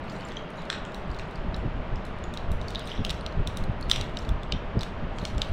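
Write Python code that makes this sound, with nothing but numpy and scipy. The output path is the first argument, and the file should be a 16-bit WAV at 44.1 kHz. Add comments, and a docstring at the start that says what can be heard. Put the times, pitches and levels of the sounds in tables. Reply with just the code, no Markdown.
"""Over the steady rush of a fan, fingertips brush a dry, spiny seed pod and a few spines twang free.
The pod is on a table in a hard room, close to a small microphone. As the fingers pry it open, fibres
rustle, the seam rips, and the husk gives way in short snaps that ring its wall and echo briefly.
The fan stands behind; its draught buffets the microphone as the hands move."""
import sys
import numpy as np
from scipy import signal
from scipy.fft import rfft, irfft
from scipy.io import wavfile

SR = 44100
rng = np.random.default_rng(int(sys.argv[2]) if len(sys.argv) > 2 else 0)


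def waveform_to_disk(signal):
    """Save audio, clipped to [-1, 1], as 16-bit WAV at the path in sys.argv[1]."""
    frames = np.transpose(np.atleast_2d(signal))
    scaled = np.clip(frames, -1, 1) * 32767
    samples = np.round(scaled).astype(np.int16)
    wavfile.write(sys.argv[1], SR, samples)


N = 243671

# The fan's rush, behind the table. Each row: frequency in Hz, relative level in dB.
FAN_SPECTRUM = [(20, 2.5), (100, -5), (175, 1.5), (300, -7), (500, -8), (750, -9), (1200, -9.5),
                (2100, -17.5), (3000, -21), (4200, -31.5), (6000, -43.5), (9000, -56.5), (12000, -66),
                (16000, -73)]
# Resonances in that rush. Each row: centre in Hz, width in Hz, lift in dB.
FAN_HUMPS = [(182, 106, 0.5), (394, 110, 2.5), (620, 116, 6), (799, 24, 2.5), (925, 29, 3.5)]
# Air on the microphone, deep swell and higher flutter. Each row: frequency in Hz, relative level in dB.
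SWELL_SPECTRUM = [(8, -3), (20, 2), (45, -1.5), (95, -7), (140, -16.5), (300, -44), (1200, -120)]
FLUTTER_SPECTRUM = [(60, -10), (110, 0.5), (170, -3), (260, -10), (400, -14.5), (800, -29.5), (3000, -120)]
# The draught between gusts. Each row: time in seconds, relative swell and flutter levels in dB.
BREEZE_LEVELS = [(0, -48, -38.5), (.85, -47, -51), (1.1, -36, -45.5), (1.45, -39, -40.5), (2.1, -35.5, -41),
                 (2.8, -35.5, -40), (2.93, -45, -47), (3.15, -36.5, -41.5), (4.2, -35, -38.5),
                 (4.65, -35.5, -42), (4.9, -34, -42.5), (5.53, -37.5, -41.5)]
# Gusts from the moving hands. Each row: peak time and length in seconds, relative levels in dB of
# swell, flutter and the core's pressure dip, pitch of that dip in Hz.
HAND_GUSTS = [(1.101, 0.049, -35, -39, -21.5, 35), (1.487, 0.063, -28, -34.5, -17.5, 39.8),
              (1.564, 0.018, -25, -35, -30, 60), (1.659, 0.029, -24.5, -26, -15.5, 128),
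              (1.781, 0.026, -27.5, -36, -30, 50), (1.938, .03, -27.5, -37, -28, 45),
              (2.526, 0.044, -22, -36.5, -33, 44.7), (2.634, 0.015, -27, -43, -32, 60),
              (3.005, .018, -27, -26, -17.5, 101), (3.1, 0.082, -31.5, -36.5, -34, 80),
              (3.395, 0.023, -22, -27.5, -31, 38), (3.481, 0.019, -26, -33, -20.5, 70),
              (3.623, 0.027, -25, -36, -42, 100), (3.698, .022, -25, -34.5, -13, 108),
              (3.892, 0.021, -29.5, -34.5, -23, 60), (4.01, 0.028, -31, -32.5, -28, 70),
              (4.316, .045, -26.5, -32.5, -13, 60), (4.548, 0.018, -22.5, -29.5, -13.5, 161),
              (4.776, 0.015, -31, -19.5, -15.5, 130), (5.04, 0.026, -29, -32.5, -18.5, 109),
              (5.231, 0.011, -41, -28.5, -19, 129), (5.38, 0.034, -27, -33, -21, 50),
              (5.514, 0.022, -24.5, -50, -26.5, 54)]
# The hard room's decay. Each row: frequency in Hz, seconds to fall 60 dB.
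ROOM_DECAY = [(1000, 0.83), (3500, 0.35), (8000, 0.32), (15000, 0.29)]
# The bristly rustle of spines, with a faint top-treble lift from the microphone chain.
# Each row: frequency in Hz, relative level in dB.
RUSTLE_SPECTRUM = [(2000, 3.5), (3000, 4), (4100, 2.5), (5000, -8.5), (6300, -10), (7400, -13), (9000, -16),
                   (10500, -25), (12200, -27.5), (14800, -24)]
# The tearing seam. Each row: frequency in Hz, relative level in dB.
SEAM_SPECTRUM = [(1800, -20), (2300, 3), (3000, 6.5), (3600, 14), (4300, -30), (5100, -12), (5700, 0.5),
                 (6400, -24), (7500, -24)]
# Finger strokes over the spines. Each row: peak time and length in seconds, relative level in dB.
FINGER_STROKES = [(.11, 0.045, -48), (.27, 0.09, -48), (.6, 0.065, -52), (1.17, 0.17, -56),
                  (2.4, 0.23, -64), (2.71, 0.057, -57), (2.85, 0.082, -46), (3.12, 0.052, -48),
                  (3.58, 0.037, -51), (3.94, 0.029, -43), (4.02, 0.043, -46.5), (4.2, 0.041, -48),
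                  (4.84, 0.034, -54), (5.24, 0.064, -46.5), (5.44, 0.062, -48.5)]
# Rips along the seam. Each row: start and length in seconds, level in dB.
SEAM_RIPS = [(0.715, 0.046, -41), (2.73, 0.083, -61), (2.884, 0.1, -45), (3.102, 0.025, -51),
             (3.924, 0.038, -31.5), (4.526, 0.025, -45.5), (5.417, .035, -59)]
# Spines flicking free. Each row: start in seconds, pitch in Hz, level in dB, seconds to fall 60 dB.
SPINE_TWANGS = [(0.251, 7300, -38, 0.014), (0.37, 3210, -23, 0.018), (0.367, 6050, -36, 0.013),
                (2.052, 11100, -56, 0.022), (2.052, 7560, -49, .02), (0.946, 3890, -39, .01),
                (1.546, 5360, -37.5, .012), (2.2394, 6860, -34, 0.0083), (2.9, 4900, -35, 0.011),
                (4.171, 5470, -26, 0.0085), (4.251, 4170, -33, 0.0045), (2.757, 3730, -16, 0.01),
                (2.917, 3050, -24.5, 0.017), (3.21, 8950, -44, 0.0094), (3.211, 4240, -32, 0.0066),
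                (3.827, 4360, -28.5, 0.013), (4.171, 7450, -39, 0.014)]
# Snaps of the husk. Each row: start in seconds, relative ring level in dB, ring pitch in Hz,
# relative splinter level in dB, hollowness as a gain, send to the room in dB.
HUSK_SNAPS = [(0.503, -58, 3280, -63, 0, -5), (0.7009, -25.5, 3400, -61, 0.59, -2),
              (0.7278, -37, 3620, -82, 1.1, -2), (0.8509, -44.5, 3180, -71, 0.55, 1.5),
              (0.9451, -41, 3870, -58, 0, -0.5), (1.1889, -44, 4200, -68, 0.41, -10),
              (1.196, -44, 3650, -88, 1.6, 0.5), (1.544, -37, 3900, -82, 0, -10),
              (1.564, -52, 3400, -61, 0.5, -3), (2.0514, -50, 4020, -60, 0.09, -1),
              (2.24, -45.5, 3500, -68, 0, -8), (2.339, -42.5, 3650, -54.5, 0, -3.5),
              (2.3736, -34, 3750, -61, 0, -6.5), (2.5174, -48.5, 3780, -52.5, 0, -3),
              (2.6143, -43, 3730, -67, 0.24, 0.5), (2.683, -37.5, 4470, -59, 0, -1),
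              (2.705, -45, 3680, -54.5, 0, -7), (2.7491, -35.5, 3830, -61, 0.092, -18),
              (2.7936, -42, 3450, -53, 0.18, -11), (2.8737, -42, 3750, -54.5, 0, -1),
              (3.0491, -27, 3600, -46.5, 0, -7), (3.0653, -37, 3200, -65, 0, -7),
              (3.095, -30.5, 3680, -53, 0.17, -1.5), (3.103, -30, 3780, -51, 0.23, -21),
              (3.1074, -31, 3520, -48, 0, -21), (3.2633, -32.5, 3800, -60, 0.055, -8),
              (3.4734, -31, 3530, -47.5, 0.021, -6.5), (3.5714, -37.5, 3730, -46, 0.13, -8.5),
              (3.639, -46, 4060, -59, 0, -14), (3.8108, -51, 4200, -55, 0.15, -5),
              (3.8978, -30, 3480, -43, 0.29, 2), (3.914, -14, 3590, -40.5, 0.16, -10),
              (3.9602, -30.5, 3570, -50, 0.28, -5), (4.0114, -32.5, 3830, -48.5, 0.16, -18),
              (4.171, -31, 3770, -59, 0, -10), (4.1886, -41, 5130, -64, 0, -16),
              (4.291, -38.5, 3490, -55.5, 0, -9), (4.433, -43, 3500, -66, 0, -7),
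              (4.5224, -26, 3740, -62, 0, -18), (4.523, -33, 2850, -70, 0.19, -6),
              (4.7922, -41, 4910, -73, 0, -3), (4.809, -36, 3740, -54, 0.082, 0),
              (4.8153, -37, 4080, -71, 0, -12), (4.8322, -35, 3500, -53.5, 0.42, -7),
              (5.1855, -41.5, 3230, -74, 1, -16), (5.252, -32, 3620, -52.5, 0.6, -5.5),
              (5.381, -43, 3500, -58, 0.77, -13), (5.418, -22.5, 3570, -49.5, 0.1, -10)]

UPPER_RATIO, UPPER_SCATTER = 1.484, 0.023   # the wall's second mode over its first; spread between snaps
UPPER_DB, UPPER_FOLLOWS = -6, 0.33   # that mode against the ring; how far it follows the splinters
KNOCK_UPPER_DB, KNOCK_FULL = 9.5, 0.86   # a hollow knock lifts that mode, fully from this hollowness on


def from_db(db):
    """Decibels to gain."""
    return 10 ** (np.asarray(db) / 20)


def rms_one(x):
    """Scale to rms 1."""
    return x / np.sqrt(np.mean(x ** 2) + 1e-20)


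def in_time(rows):
    """The columns of a curve, sample by sample."""
    times, *columns = np.transpose(rows)
    return [np.interp(np.arange(N) / SR, times, column) for column in columns]


def at_hz(points, hz):
    """Read a table on a log-frequency axis."""
    f, value = np.transpose(points)
    return np.interp(np.log(np.maximum(hz, 1)), np.log(f), value)


def band(x, low_hz, high_hz, order=2):
    """Causal band-pass."""
    sos = signal.butter(order, [low_hz, min(high_hz, .45 * SR)], "band", fs=SR, output="sos")
    return signal.sosfilt(sos, x)


def resonate(x, hz, width_hz):
    """One resonance with gain 1 at its peak."""
    r = np.exp(-np.pi * width_hz / SR)
    feedback = [1, -2 * r * np.cos(2 * np.pi * hz / SR), r * r]
    return signal.lfilter(np.array([1, 0, -1]) * (1 - r * r) / 2, feedback, x + 1e-18)


def add(track, s, sound):
    """Mix a sound into a track at s seconds."""
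    start = max(round(s * SR), 0)
    track[start:start + len(sound)] += sound[:max(N - start, 0)]


def noise(spectrum, humps=()):
    """Steady noise with a broad colour and optional humps; rms 1."""
    hz = np.arange(N // 2 + 1) * SR / N
    lift_db = sum(db / (1 + (2 * (hz - f) / width) ** 2) for f, width, db in humps)
    return rms_one(irfft(rfft(rng.standard_normal(N)) * from_db(at_hz(spectrum, hz) + lift_db), N))


def swells(rows, rise):
    """Summed power of bumps (peak s, length s, dB) whose rise lasts `rise` times their fall."""
    t, power = np.arange(N) / SR, np.zeros(N)
    for s, length, db in rows:
        offset = (t - s) / (length * np.where(t < s, rise, 1))
        power += from_db(db) ** 2 * np.exp(-np.minimum(offset ** 2, 50))
    return power


def grains(spectrum, per_s, spread_db, width_hz, count=28):
    """Tiny ticks of uneven size, each dealt to one fibre that rings briefly at its own pitch; rms 1."""
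    ticks = (rng.random(N) < per_s / SR) * rng.choice([-1, 1], N)
    ticks = ticks * from_db(spread_db * np.minimum(rng.exponential(1, N), 3))
    dealt, out = rng.integers(0, count, N), np.zeros(N)
    for k, hz in enumerate(np.linspace(spectrum[0][0], spectrum[-1][0], count)):
        fibre = band(ticks * (dealt == k) + 1e-18, hz - min(width_hz, hz) / 2, hz + width_hz / 2)
        out += from_db(at_hz(spectrum, hz)) * fibre
    return rms_one(out)


def fan(level_db=-37):
    """Behind the table, a fan pushes air: a steady rush with a few resonances."""
    return from_db(level_db) * noise(FAN_SPECTRUM, FAN_HUMPS)


def draught(swell_db=-1.0, flutter_db=-2.0, calm_db=-42, dip_db=-1.5, rise=1.25, flutter_share=0.74):
    """Eddies press on the microphone; each gust swells, flutters and has a pressure dip at its core."""
    breeze, stir = from_db(in_time(BREEZE_LEVELS))
    gust_swells = [(s, length, db) for s, length, db, *_ in HAND_GUSTS]
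    gust_flutters = [(s, length * flutter_share, db) for s, length, _, db, *_ in HAND_GUSTS]
    swell = np.sqrt(breeze ** 2 + swells(gust_swells, rise))
    flutter_power = stir ** 2 + swells(gust_flutters, rise)
    flutter = np.sqrt(np.maximum(flutter_power - from_db(calm_db) ** 2, 0))   # none in gentle air
    out = from_db(swell_db) * swell * noise(SWELL_SPECTRUM)
    out += from_db(flutter_db) * flutter * noise(FLUTTER_SPECTRUM)
    t = np.arange(-SR // 10, SR // 10) / SR
    for s, *_, db, hz in HAND_GUSTS:
        across = (2 * np.pi * hz * t / 1.68) ** 2   # squared distance from the eddy's core
        add(out, s + t[0], -from_db(db + dip_db) * (1 - across) / (1 + across) ** 2)
    return out


def room(x, delay_s=0.003, build_s=0.0021, wander_hz=2.3):
    """Echoes off the hard walls swell after a short gap and die faster in the treble."""
    t = np.arange(SR // 2) / SR
    edges_hz = np.geomspace(500, 18000, 11)
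    tails = np.zeros((2, len(t)))
    for low, high in zip(edges_hz, edges_hz[1:]):
        t60 = at_hz(ROOM_DECAY, np.sqrt(low * high))
        tails += band(rng.standard_normal(tails.shape), low, high, order=3) * from_db(-60 * t / t60)
    onset = 1 - np.exp(-np.maximum(t - delay_s, 0) / build_s)
    tails = rms_one(tails * onset) / np.sqrt(len(t))
    # the echo pattern shifts as the hands move: a steady crossfade between two tails
    angle = 2 * np.pi * wander_hz * np.arange(N) / SR
    shares = np.cos(angle), np.sin(angle)
    return sum(signal.fftconvolve(x * share, tail)[:N] for share, tail in zip(shares, tails))


def rubbing(resting_db=-68.5):
    """How hard the fingers rub, as a gain: strokes over a light hold."""
    return np.sqrt(swells(FINGER_STROKES, rise=0.87) + from_db(resting_db) ** 2)


def rustle():
    """Spines slip under the fingertips one after another."""
    return grains(RUSTLE_SPECTRUM, per_s=3200, spread_db=11.0, width_hz=420) * rubbing()


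def rips():
    """Fibres of the seam part in a dense run that starts sharply and fades."""
    envelope = np.zeros(N)
    for s, length, db in SEAM_RIPS:
        age = np.arange(SR // 3) / SR / length
        add(envelope, s, from_db(db) * (1 - np.exp(-10 * age)) * np.exp(-age ** 2))
    return envelope * grains(SEAM_SPECTRUM, per_s=3000, spread_db=6.0, width_hz=620)


def twangs(slip_s=0.00016):
    """A stiff spine slips off the skin and rings at one pitch."""
    t, out = np.arange(SR // 10) / SR, np.zeros(N)
    for s, hz, db, t60 in SPINE_TWANGS:
        envelope = (1 - np.exp(-t / slip_s)) * from_db(db - 60 * t / t60)
        add(out, s, np.sin(2 * np.pi * hz * t) * envelope)
    return out


def faint_ticks(peak_per_s=45, db=-53, hz=4100, chip_db=-70.5, spread_db=2.0, send_db=-3, tries=320):
    """Small fibres give way at random, more often under a stroke; rows as in HUSK_SNAPS."""
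    chances, scatter = rng.random((tries, 2)), rng.standard_normal((tries, 3))
    rub = rubbing()
    odds = peak_per_s * rub / rub.max() * N / SR / tries
    return [(when * N / SR, db + spread_db * louder, hz * np.exp(0.089 * higher),
             chip_db + spread_db * sharper, 0, send_db)
            for (when, luck), (louder, higher, sharper) in zip(chances, scatter)
            if luck < odds[int(when * N)]]


def lead_in_ticks(lead_s=.004, ring_drop_db=26, chip_drop_db=20):
    """A faint lead-in tick just before each snap softens its attack; rows as in HUSK_SNAPS."""
    draws = rng.uniform(0, 2, (len(HUSK_SNAPS), 2))
    return [(s - lead_s * (1 + early) / 2, db - ring_drop_db, hz * (1 + 0.34 * (higher - 1)),
             chip_db - chip_drop_db, 0, send_db)
            for (s, db, hz, chip_db, _, send_db), (early, higher) in zip(HUSK_SNAPS, draws)]


def snaps(ring_s=0.0029, glide=0.13, glide_s=0.00027, tear_s=0.0017, tear_db=-12, even_db=-36,
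          purity_per_db=-1.0, clatter=.7, wall_db=-0.5, body_db=2.5, splinter_db=1.5, shell_db=-1.8):
    """A fibre breaks, its neighbours tear and the husk rings; returns close sound and room send."""
    t = np.arange(round(.02 * SR)) / SR
    direct, sent = np.zeros(N), np.zeros(N)

    def at_level(x, db, held_s=.005):
        """Give a burst the energy of db rms held for held_s."""
        return rms_one(x) * from_db(db) * np.sqrt(held_s / t[-1])

    for s, db, hz, chip_db, hollowness, send_db in HUSK_SNAPS + lead_in_ticks() + faint_ticks():
        tear = from_db(tear_db) * rng.standard_normal((6, len(t))) * np.exp(-t / tear_s)
        force = tear + (t == 0)
        # short bending waves arrive first, so the pitch sinks; the fingers choke the ring
        turns = np.cumsum(hz * (1 + glide * np.exp(-t / glide_s))) / SR
        choked = (1 - np.exp(-t * hz * 2)) * np.exp(-(t / ring_s) ** 2)
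        ring = at_level(np.sin(2 * np.pi * turns) * choked, db)
        shell = at_level(band(force[0], hz * 0.735, hz * 1.17, order=3), db)   # the crowd of other modes
        # a more splintery break drives the upper mode harder
        upper_hz = hz * UPPER_RATIO * (1 + UPPER_SCATTER * rng.standard_normal())
        knock_db = KNOCK_UPPER_DB * min(hollowness / KNOCK_FULL, 1)
        upper_db = db + UPPER_DB + UPPER_FOLLOWS * (chip_db - db) + knock_db
        upper = resonate(force[1], upper_hz, width_hz=700) + 0.27 * force[2]
        upper = at_level(band(upper, 5290, 8040, order=3), upper_db)
        hollow = hollowness * at_level(band(force[3], 1100, 2600), db + body_db)
        chips = tear[4:] * (1 - np.exp(-t / 0.00026))   # splinters part as the crack spreads
        splinters = band(chips[0], 7100, 10300) + 0.33 * band(chips[1], 11800, 16500)
        edge = upper + hollow + at_level(splinters, chip_db + splinter_db)
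        # weak snaps ring almost purely; hard or hollow ones have more clatter
        purity = np.clip(.5 + purity_per_db * (db - even_db) - clatter * hollowness, .3, .94)
        wall = at_level(np.sqrt(purity) * ring + np.sqrt(1 - purity) * shell, db + wall_db)
        add(direct, s, wall + edge)
        # the microphone faces one wall of the pod; the room hears the whole shell
        add(sent, s, (from_db(shell_db) * shell + edge) * from_db(send_db))
    return direct, sent


def scene(snap_room_db=-4.0, twang_room_db=-10, rustle_db=-5.0, fibre_room_db=-3):
    """One microphone at the table: the pod close up, with room, fan and draught around it."""
    air = fan() + draught()
    pings = twangs()
    fibres = from_db(rustle_db) * rustle() + rips()
    cracks, sent = snaps()
    echoes = room(from_db(snap_room_db) * sent + from_db(twang_room_db) * pings
                  + from_db(fibre_room_db) * fibres)
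    return (cracks + pings + fibres + echoes + air)[None]


def record(dry, cutoff_hz=15800):
    """The top of the microphone's signal is cut steeply."""
    return signal.sosfilt(signal.ellip(10, .2, 80, cutoff_hz, fs=SR, output="sos"), dry)


dry = scene()
out = record(dry)
waveform_to_disk(out)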